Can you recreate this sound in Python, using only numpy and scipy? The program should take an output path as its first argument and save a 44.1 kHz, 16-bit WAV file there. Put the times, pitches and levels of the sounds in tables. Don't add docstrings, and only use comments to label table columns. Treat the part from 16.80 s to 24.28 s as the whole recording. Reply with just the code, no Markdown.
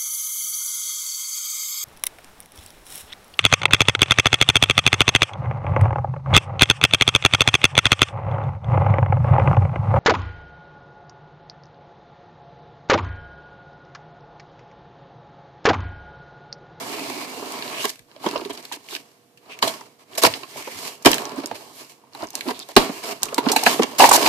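import sys
import numpy as np
from scipy import signal
from scipy.fft import rfft, irfft, next_fast_len
from scipy.io import wavfile
from scipy.ndimage import uniform_filter1d

SR = 44100
rng = np.random.default_rng(int(sys.argv[2]) if len(sys.argv) > 2 else 0)


def generate_wav(sig):
    pcm = np.round(np.clip(np.atleast_2d(sig).T, -1, 1) * 32767).astype(np.int16)
    wavfile.write(sys.argv[1], SR, pcm)


def convert_level_to_amplitude(level_db):
    exponent = np.asarray(level_db, float) / 20
    return 10 ** exponent


N = 329868

# frequency in Hz, bandwidth in Hz, level in dB.
BOOM = [(162, 73, -15.5), (235.3, 97, 3), (309, 180, 0.5), (425, 50.2, 2.5)]
# frequency in Hz, bandwidth in Hz, level in dB.
WALLS = [(607.6, 148, -6), (698, 119, 0), (842, 107, -4), (1030, 297, 0), (1103, 910, -10)]
# frequency in Hz, bandwidth in Hz, level in dB.
FIBRE = [(1675, 190, -1), (2242, 290, 2), (2770, 367, 3), (3133, 525, 0.5), (4110, 640, -1),
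         (5030, 740, -4.5)]
# frequency in Hz, density in dB per Hz.
HISS = [(2600, -9), (4500, 0), (7200, 0.5), (10000, -3.5), (15000, -4.5)]


def unit(x):
    return x / np.sqrt(np.mean(x ** 2))


def peaked(sound, db):
    return sound * convert_level_to_amplitude(db) / np.abs(sound.mean(axis=0)).max()


def add(out, s, sound):
    i = int(s * SR)
    out[:, i:i + sound.shape[1]] += sound[:, :N - i]


def decay(t, t60):
    return np.exp(-np.log(1000) * t / t60)


def along(table, hz):
    f, v = np.transpose(table)
    return np.interp(np.log(hz + 1), np.log(f), v)


def bins(size):
    return np.arange(size // 2 + 1) * SR / size


def roomy_bins():
    return bins(2 * next_fast_len(N // 2 + 4096))


def colour(x, response):
    size = 2 * (np.shape(response)[-1] - 1)
    return irfft(rfft(x, size) * response, size)[..., :x.shape[-1]]


def rings(modes, hz, tilt_db=0.):
    gains = np.zeros(len(modes)) + tilt_db
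    total = 0
    for k, (f, width, db) in enumerate(modes):
        resonance = 1j * hz * width / (f * f - hz * hz + 1j * hz * width)
        total = total + (-1) ** k * convert_level_to_amplitude(db + gains[k]) * resonance
    return total


def thin(hz):
    return (1j * hz / (140 + 1j * hz)) ** 4


def pair(size):
    # frequency in Hz, common share of the power from 0 to 1.
    likeness = [(25, 0.86), (60, 0.8), (250, 0.86), (700, 0.78), (1400, 0), (4000, 0.11), (15000, 0)]
    lag_s, lag_from_hz = 0.000386, 760
    hz = bins(size)
    share = np.clip(along(likeness, hz), 0, 1)
    common, left, right = rfft(rng.standard_normal((3, size)))
    late = common * np.exp(-2j * np.pi * np.maximum(hz - lag_from_hz, 0) * lag_s)
    together, apart = np.array([late, common]), np.array([left, right])
    return irfft(np.sqrt(share) * together + np.sqrt(1 - share) * apart, size)


def walk(rate):
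    k = max(int(SR / rate), 1)
    held = np.repeat(rng.standard_normal(N // k + 1), k)
    return uniform_filter1d(held, k)[:N]


def lamps():
    # frequency in Hz, rms level in dB.
    tones = [(479.1, -69), (699.8, -75)]
    t = np.arange(N) / SR
    return sum(np.sqrt(2) * convert_level_to_amplitude(db) * np.sin(2 * np.pi * (hz * t + rng.random())) for hz, db in tones)


def room_air():
    # frequency in Hz, density in dB per Hz.
    spectrum = [(15, -53), (50, -19.5), (110, -7.5), (247, 5), (409, 1), (480, -2), (1720, -10),
                (14500, -17)]
    return unit(colour(pair(N), convert_level_to_amplitude(along(spectrum, bins(N))))) * convert_level_to_amplitude(-60)


def room(x, size=32768):
    t60_s, level_db, dull_hz = 0.13, -15.5, 5960
    t = np.arange(size) / SR
    tail = pair(size) * decay(t, t60_s) * (t > .004)
    tail = colour(tail, 1 / (1 + 1j * bins(size) / dull_hz))
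    tail = tail / np.sqrt(np.sum(tail ** 2, axis=1, keepdims=True))
    return signal.fftconvolve(x, tail, axes=1)[:, :N] * convert_level_to_amplitude(level_db)


def thuds(size=16384):
    # start in seconds, peak in dB, deep peak in dB,
    # 60 dB decay time in seconds.
    slams = [(2.821, -47, -55, 0.19), (3.448, -33, -61.5, 0.27), (4.261, -26.5, -39.5, 0.25),
             (5.421, -44, -62, 0.14), (5.967, -27, -26, 0.1), (7.298, -38, -44, 0.13),
             (1.19, -55, -66, .15), (1.46, -48, -61, 0.18), (1.56, -51, -58, .2), (1.7, -50, -64, 0.16),
             (3.759, -56, -70, .2), (3.951, -44.5, -70, 0.26), (4.531, -56, -64, .15),
             (4.709, -46, -66, 0.14), (6.43, -49, -54, .12), (7.001, -46, -55, .15)]
    out, t, hz = np.zeros((2, N)), np.arange(size) / SR, bins(size)
    bench, shove = rings([(105, 68, 0)], hz) ** 2, rings([(28, 41, 0)], hz) ** 2
    for s, db, deep_db, fade in slams:
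        force = pair(size) * decay(t, fade)
        add(out, s, peaked(colour(force, bench), db))
        in_phase = force[0] * np.ones((2, 1))
        add(out, s, peaked(colour(in_phase, shove), deep_db + 1.0))
    return out


def singing():
    # start in seconds, length in seconds, ring in Hz,
    # level in dB.
    strokes = [(0.01, 0.52, 270, -39), (0.899, 0.11, 2330, -34), (0.96, 0.09, 2900, -33),
               (2.69, 0.072, 2600, -38), (3.694, 0.37, 2250, -44), (4.57, 0.041, 285, -27.5),
               (5.65, .05, 272, -27), (5.693, 0.029, 900, -27), (5.398, 0.068, 970, -35.5),
               (5.728, .06, 3500, -44), (.04, .45, 2500, -42), (.7, .2, 2260, -45),
               (7.198, 0.026, 800, -11.5), (7.232, .03, 880, -10.5), (7.312, 0.014, 950, -13),
               (7.33, 0.041, 850, -17), (7.345, .03, 11500, -26), (4.92, .13, 11000, -50),
               (5.6, .16, 11000, -47), (6.22, .12, 11500, -48), (6.86, .14, 11000, -39.5),
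               (2.095, .08, 3900, -38), (1.92, 0.013, 6200, -37), (5.8, .04, 3800, -37),
               (7.018, .025, 3000, -27.5), (3.74, .08, 150, -50)]
    out = np.zeros((2, N))
    for s, length, ring_hz, db in strokes:
        size = 2 * int(length * SR / 2)
        hz = bins(size)
        ring = colour(pair(size), rings([(ring_hz, 0.17 * ring_hz, 0)], hz) * thin(hz))
        rough_db = 2.5 * walk(140)[:size]
        add(out, s, unit(ring) * convert_level_to_amplitude(db + rough_db) * np.sqrt(np.hanning(size)))
    return out


def snaps(size=2048):
    # start in seconds, peak in dB, ring in Hz.
    breaks = [(.947, -28, 2800), (.984, -24, 2400), (1.018, -23, 3100), (1.0945, -20, 5000),
              (1.4243, -43, 3500), (1.578, -23, 4300), (1.6135, -31, 2500), (1.7336, -30, 7500),
              (1.752, -32, 4500), (1.8274, -38, 6000), (4.294, -22, 6300), (4.351, -25, 11000),
              (4.4948, -34, 5000), (4.5213, -41, 6500), (4.532, -42, 2800), (4.5612, -35, 8100),
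              (4.636, -31.5, 4500), (4.643, -36, 4500), (4.672, -28, 9000), (5.3344, -41.5, 4000),
              (5.423, -25, 4000), (5.471, -29, 6500), (5.487, -38, 5000), (5.532, -32, 5500),
              (5.656, -41, 3500), (5.7463, -34, 3500), (5.8, -25, 4500), (2.1515, -23, 4200),
              (2.164, -25, 4000), (6.238, -32, 5000), (6.247, -28, 5000), (6.257, -27, 4000),
              (6.4213, -26, 6000), (6.4856, -25, 2496), (6.572, -36, 9000), (6.793, -20, 3500),
              (6.9, -22, 4000), (6.923, -25, 3000), (6.945, -28, 3500), (6.9895, -27, 3000),
              (7.1117, -36, 5000), (7.1307, -35, 4000), (1.4881, -20, 4450), (1.512, -25, 4500),
              (1.776, -29, 4500), (3.334, -34, 3000), (3.5386, -16, 2970), (4.4543, -20, 5750),
              (4.659, -20, 6000), (5.5049, -31, 6500), (5.7926, -34, 6900), (5.955, -29, 6000),
              (7.0335, -9, 6070), (7.2948, -4, 7820), (7.3162, -0.5, 7260), (7.3368, -4.5, 7430),
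              (7.346, -2.5, 5490), (7.355, -13, 5200), (7.365, -11, 5500), (3.01, -32, 6000)]
    spray_share, spray_t60_s = .2, .018
    out, t, hz = np.zeros((2, N)), np.arange(size) / SR, bins(size)
    for s, db, ring_hz in breaks:
        force = pair(size) * (np.exp(-t / .0003) + spray_share * decay(t, spray_t60_s))
        patch = rings([(ring_hz, 0.46 * ring_hz, 0)], hz) ** 2
        add(out, s, peaked(colour(force, patch), db))
    return out


def ticks(size=4096):
    # start in seconds, peak in dB, treble share in dB.
    rips = [(1.463, -20.5, -25), (1.4878, -26, -12), (1.5595, -22.5, -24), (1.705, -28, -12),
            (1.775, -34.5, -28), (1.923, -23, -5.5), (2.5737, -44.5, -7), (2.825, -9.5, -12.5),
            (2.8766, -15.5, -4), (3.352, -29.5, -2), (3.538, -22.5, -20), (4.224, -33, 0),
            (4.2582, 2, -8.5), (5.9649, 2, -7.5), (6.2316, -37, -18.5), (6.5805, -13.5, -3),
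            (6.6864, -14.5, -26), (6.7173, -6, 0), (6.7624, -5, -3), (6.8628, -6, -9), (7.186, -15, 0),
            (7.2031, -4, -23), (7.2912, -6, 2), (7.3147, -10.5, -0.5)]
    # start in seconds, peak in dB, treble share in dB.
    fibres = [(0.824, -24.5, -19), (1.048, -34, 1), (1.085, -27, 0), (1.4426, -43, -23), (1.512, -24, -5),
              (2.087, -29, -19), (2.15, -24, -12), (2.79, -29, -5), (3.3826, -12, 0.5), (3.4194, -32, -7),
              (3.436, -1, -1.5), (3.634, -25.5, -30), (4.3167, -3.5, 1), (4.4536, -27, -7), (4.66, -17, 0),
              (5.35, -29, -5), (5.505, -25, 0), (5.554, -8.5, 2), (5.609, -18.5, -7.5), (5.686, -20.5, -18),
              (5.7928, -19, 0), (5.889, -28, 4), (6.4323, -4, 0), (6.5449, -9, 3), (6.661, -22.5, -23),
              (6.837, -6.5, -0.5), (7.0229, -16, -20), (7.334, -15, 4), (7.4633, -8.5, -20)]
    # start in seconds, peak in dB, treble share in dB.
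    strands = [(0.722, -21.5, 0), (.857, -35, -15), (0.879, -25.5, -25), (1.1578, -32, -1),
               (1.193, -35, -5), (1.3145, -46, -19), (1.363, -41, -23), (1.61, -42, -18),
               (1.6506, -27, -21), (1.853, -24.5, -3), (1.94, -32, -28), (2.164, -22, -15),
               (3.4498, -3.5, -21.5), (4.3316, -11, -14), (4.344, -9, -0.5), (4.382, -20, -7),
               (4.4934, -38, -14.5), (4.6015, -35.5, -18), (4.7552, -33, -6), (6.456, -16.5, 3),
               (6.7374, -21, 8), (7.033, -13.5, -12), (7.364, -20, -6)]
    out, t, hz = np.zeros((2, N)), np.arange(size) / SR, bins(size)
    hiss_response = convert_level_to_amplitude(along(HISS, hz)) * thin(hz / 4)
    # decay time of the spray in s, its share of the crack
    for events, fade, share in [(rips, 0.058, 0.81), (fibres, 0.026, 0.15), (strands, 0.019, .2)]:
        for s, db, treble_db in events:
            spot = 2.5 * rng.standard_normal(len(FIBRE))
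            spray = np.exp(-t / 0.00023) + share * decay(t, fade)
            force = pair(size) * spray * (1 - np.exp(-t / 0.0002))
            rasp = colour(force, rings(FIBRE, hz, spot))
            hiss = colour(force, hiss_response)
            top = min(convert_level_to_amplitude(treble_db), .995)
            sound = np.sqrt(1 - top ** 2) * unit(rasp) + top * unit(hiss)
            add(out, s - .0005, peaked(sound, db + 0.5))
    return out


def knocks(size=8192):
    # start in seconds, peak in dB, boom share in dB,
    # loudest ring in Hz.
    presses = [(1.042, -17.5, 8.5, 1070), (1.457, -32, 0, 1280), (1.461, -11, -5, 420),
               (1.527, -25.5, -2, 278), (1.556, -15, -23, 426), (1.698, -23.5, -2, 408),
               (2.846, -21, -17, 375), (3.632, -30.5, -10, 1060), (3.758, -27, -2, 655),
               (3.873, -24.5, -20, 493), (4.261, 5.5, -9, 265.5), (4.638, -22.5, 2, 298),
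               (5.349, -31.5, -1, 925), (5.412, -30, -17, 734), (5.428, -20, -34, 300),
               (5.539, -33, -26, 756), (5.889, -32.5, -15, 690), (6.729, -15.5, -9, 744),
               (6.829, -17, -30, 820), (6.865, -5.5, -43, 735), (7.198, -2.5, -47, 706),
               (7.334, -9, -11, 870)]
    # start in seconds, peak in dB, boom share in dB,
    # loudest ring in Hz.
    raps = [(.57, -32.5, 4, 446), (0.626, -24.5, -13, 413), (1.654, -25.5, 0, 377), (1.916, -26, -7.5, 915),
            (2.125, -30.5, 0, 990), (2.825, -10.5, -10, 950), (2.873, -17.5, -16, 670),
            (3.011, -32, -8, 980), (3.38, -19, -19, 606), (3.438, -6, -9.5, 415), (3.472, -13, -9, 645),
            (4.532, -31, -13, 377), (4.716, -26.5, 2, 431), (5.691, -17.5, -29, 270), (5.965, 7, -5, 266.4),
            (6.095, -18, 0, 300), (6.429, -26, -27, 1078), (6.526, -19.5, -13.5, 428), (6.581, -9, -5, 930),
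            (6.762, -7.5, -6, 764), (6.865, -3, -34, 1645), (6.665, -9, -5.5, 298), (6.994, -5, 0, 322),
            (7.219, -1.5, -8, 890)]
    # start in seconds, peak in dB, loudest ring in Hz.
    creaks = [(1.363, -37.5, 610), (1.442, -22.5, 930), (1.538, -26, 810), (1.598, -26, 420),
              (1.618, -24, 354), (1.971, -35.5, 298), (4.714, -18, 697), (5.238, -46.5, 886),
              (3.452, -2, 1037), (4.347, -23.5, 234), (7.235, -3.5, 728), (7.242, 2, 906),
              (7.252, -5.5, 810), (7.262, -12, 780), (7.289, -7, 880), (7.313, -5, 1020),
              (7.352, -5.5, 856), (7.378, -10, 426), (7.408, -16, 417), (7.462, -9, 1070),
              (7.471, -8.5, 876)]
    out, t, hz = np.zeros((2, N)), np.arange(size) / SR, bins(size)
    blows = [(*b, 0.0068) for b in presses] + [(*b, 0.0044) for b in raps]
    blows += [(s, db, -17.5, ring_hz, 0.0014) for s, db, ring_hz in creaks]
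    for s, db, boom_db, ring_hz, push_s in blows:
        spot = 2.5 * rng.standard_normal(len(BOOM) + len(WALLS))
        noise = pair(size)
        push = noise + 0.3 * noise.mean(axis=0) + 1.16 * np.exp(-t / 0.00032)
        force = push * (1 - np.exp(-t / 0.002)) * np.exp(-t / push_s)
        low = min(convert_level_to_amplitude(boom_db), .97)
        body = low * rings(BOOM, hz, spot[:len(BOOM)])
        body = body + 0.42 * np.sqrt(1 - low ** 2) * rings(WALLS, hz, spot[len(BOOM):])
        body = body + rings([(ring_hz, 0.13 * ring_hz, 1.5)], hz)
        soft = thin(hz) / (1 + 1j * hz / 3500)
        add(out, s - .0015, peaked(colour(force, body * soft), db + 1.0))
    return out


def layers(db, bright_db):
    return np.array([db + 0.33 - bright_db, db - 2, db - 1.3 + 0.65 * bright_db])


def contact():
    # start in seconds, length in seconds,
    # pressure in dB, brightness in dB, swell to the end in dB.
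    blade = [(0, 0.44, -37, -0.5, -0.5), (0.477, 0.52, -39, -0.5, 2), (0.913, 0.13, -39.5, 5, 12),
             (1.295, 0.15, -60, -3.5, 3), (1.446, 0.31, -44.5, -3, -16), (1.832, 0.21, -54.5, 2, -13.5),
             (2.042, 0.15, -52, 3, 3), (2.635, 0.19, -57.5, -3, 7.5), (3.239, 0.11, -59.5, -2, 30),
             (3.697, 0.26, -44.5, 3.5, 4.5), (3.982, 0.094, -37.5, 4.5, 2)]
    # start in seconds, length in seconds, pressure in dB,
    # brightness in dB, swell to the end in dB.
    hands = [(4.13, 0.15, -55.5, -2, 11), (4.565, 0.57, -54, -4.5, -20), (4.93, 0.087, -48, 3.5, 8),
             (4.77, 0.15, -50.5, 4, -6), (5.103, 0.025, -53, 7, -8), (5.352, 0.3, -53.5, -0.5, -6),
             (5.543, 0.25, -46.5, -0.5, 0), (5.797, 0.22, -52, 1.5, -2), (6.118, 0.11, -41.5, 1.5, -4.5),
             (6.33, 0.072, -47.5, 0.5, -6), (6.427, .2, -43.5, -2.5, -6), (6.606, 0.091, -38.5, -7, 15),
             (6.764, .22, -32.5, 1, -1), (7.01, 0.24, -42.5, -2.5, -3), (7.223, 0.21, -25.5, 0.5, 2.5)]
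    # start in seconds, pressure in dB, brightness in dB,
    # fading in dB per second.
    settling = [
        (2.2, -54, 0.5, 75),
        (2.825, -24.5, 0.5, 134),
        (3.47, -35.5, 1.5, 76),
        (4.28, -25, 1.5, 108),
        (4.33, -35, -6, 48.5),
        (5.12, -66.5, -6, 23.5),
        (5.975, -23, -2, 130),
    ]
    rise, release, jerk = 403, 186, 3001
    t = np.arange(0, N / SR + .002, .002)
    db = np.full((3, len(t)), -90.)
    for s, length, press_db, bright_db, swell_db in blade + hands:
        shape = swell_db * (np.clip((t - s) / length, 0, 1) - .5)
        shape = shape - rise * np.maximum(s - t, 0) - release * np.maximum(t - s - length, 0)
        db = np.maximum(db, layers(press_db + shape, bright_db))
    for s, press_db, bright_db, fading in settling:
        shape = np.where(t < s, jerk * (t - s), fading * (s - t))
        db = np.maximum(db, layers(press_db + shape, bright_db))
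    return np.array([np.interp(np.arange(N) / SR, t, convert_level_to_amplitude(row)) for row in db])


def wandering(x, modes, hz, drift_db, shape):
    size = 2 * (len(hz) - 1)
    each = [(-1) ** k * shape * rings([mode], hz) for k, mode in enumerate(modes)]
    stirred = sum(rfft(x * convert_level_to_amplitude(drift_db * walk(9)), size) * ring for ring in each)
    return irfft(stirred, size)[:, :N] / np.sqrt(np.mean(np.abs(sum(each)) ** 2))


def rubbing():
    # start in seconds, length in seconds, pressure in dB,
    # brightness in dB, swell to the end in dB.
    scrapes = [(1.042, 0.015, -28, 3, 15), (1.078, 0.027, -38.5, 12.5, 14), (1.925, 0.043, -41, 3.5, -11),
               (2.084, 0.089, -42, 4.5, 6), (2.653, 0.071, -58, -8.5, 2), (3.187, 0.056, -58, -0.5, -3),
               (3.376, 0.036, -31, 7, -21), (3.416, 0.059, -20, 2.5, 7), (3.766, 0.052, -39, 2.5, -4.5),
               (4.249, 0.01, -22, -1, -5), (4.257, 0.021, -17.5, -4, -1), (5.387, 0.068, -43.5, -4, 4),
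               (5.675, 0.041, -36, -2, 6), (6.225, .11, -35, 1, 5), (6.854, 0.096, -25.5, 1, -5),
               (7.017, 0.029, -29.5, -6.5, -7), (7.182, 0.1, -19.5, 4, -3.5), (7.326, 0.045, -30, 26.5, -1),
               (7.448, 0.063, -20.5, -0.5, 7), (4.745, 0.02, -42, 1.5, 0), (1.647, 0.018, -42.5, -1, -2),
               (1.694, 0.02, -41, -1, 0), (1.725, 0.039, -45, 3, -3), (1.768, 0.044, -45.5, 0, -1),
               (4.49, 0.01, -49, 7, 0), (5.547, 0.052, -45, 3, -2), (5.896, 0.025, -45, 3, 2),
               (7.111, 0.016, -44, 1, 0), (3.547, 0.025, -46, 1, 1)]
    slide = contact()
    power = slide ** 2
    for start, length, db, bright_db, swell_db in scrapes:
        i, j = int(start * SR), min(int((start + length) * SR), N)
        swell = np.linspace(-swell_db, swell_db, j - i) / 2
        level = convert_level_to_amplitude(layers(db, bright_db)[:, None] + swell)
        power[:, i:j] += level ** 2 * signal.windows.tukey(j - i, .22)
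    press = np.sqrt(uniform_filter1d(power, size=160))
    catches = (rng.random(N) < 130 / SR) * rng.exponential(.28, N)
    press = press * (1 + signal.lfilter([1], [1, -np.exp(-1 / (0.0025 * SR))], catches))

    hz, flurry, grit = roomy_bins(), walk(60), walk(350)
    walls = pair(N) * press[0] * convert_level_to_amplitude(1.2 * flurry + 1.5 * walk(160))
    rasp = pair(N) * press[1] * convert_level_to_amplitude(1.4 * flurry + 0.85 * grit)
    hiss = pair(N) * press[2] * convert_level_to_amplitude(0.66 * flurry + 0.53 * grit)
    board = wandering(walls, BOOM + WALLS, hz, 0.9, thin(hz) / (1 + 1j * hz / 1500))
    fibres = wandering(rasp, FIBRE, hz, 1.3, thin(hz))
    fine = convert_level_to_amplitude(along(HISS, hz)) * np.abs(thin(hz / 3))
    tape = colour(hiss, fine / np.sqrt(np.mean(fine ** 2)))
    bench = unit(colour(pair(N), rings([(136.0, 65, 0)], hz) ** 2))
    bench = bench * (convert_level_to_amplitude(-71.5) + convert_level_to_amplitude(-22.5) * slide[0])
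    return board + fibres + tape + bench


def scene():
    close = knocks() + ticks() + rubbing() + singing() + snaps()
    return close + room(close) + thuds() + room_air() + lamps()


def band_limit(x):
    return signal.sosfilt(signal.butter(12, 15570, fs=SR, output="sos"), x)


def record(dry):
    # frequency in Hz, left minus right in dB.
    ports = [(60, -3), (110, -5), (200, -2), (500, -8), (1290, -0.4), (2380, -0.5), (4390, -6),
             (9000, -1.5)]
    hz = roomy_bins()
    lean = along(ports, hz) / 2
    top_cut = np.clip((14650 - hz) / 250, 0, 1)
    heard = colour(dry, convert_level_to_amplitude(np.array([lean, -lean])) * top_cut)
    return band_limit(np.clip(heard, -1, 1))


dry = scene()
out = record(dry)
generate_wav(out)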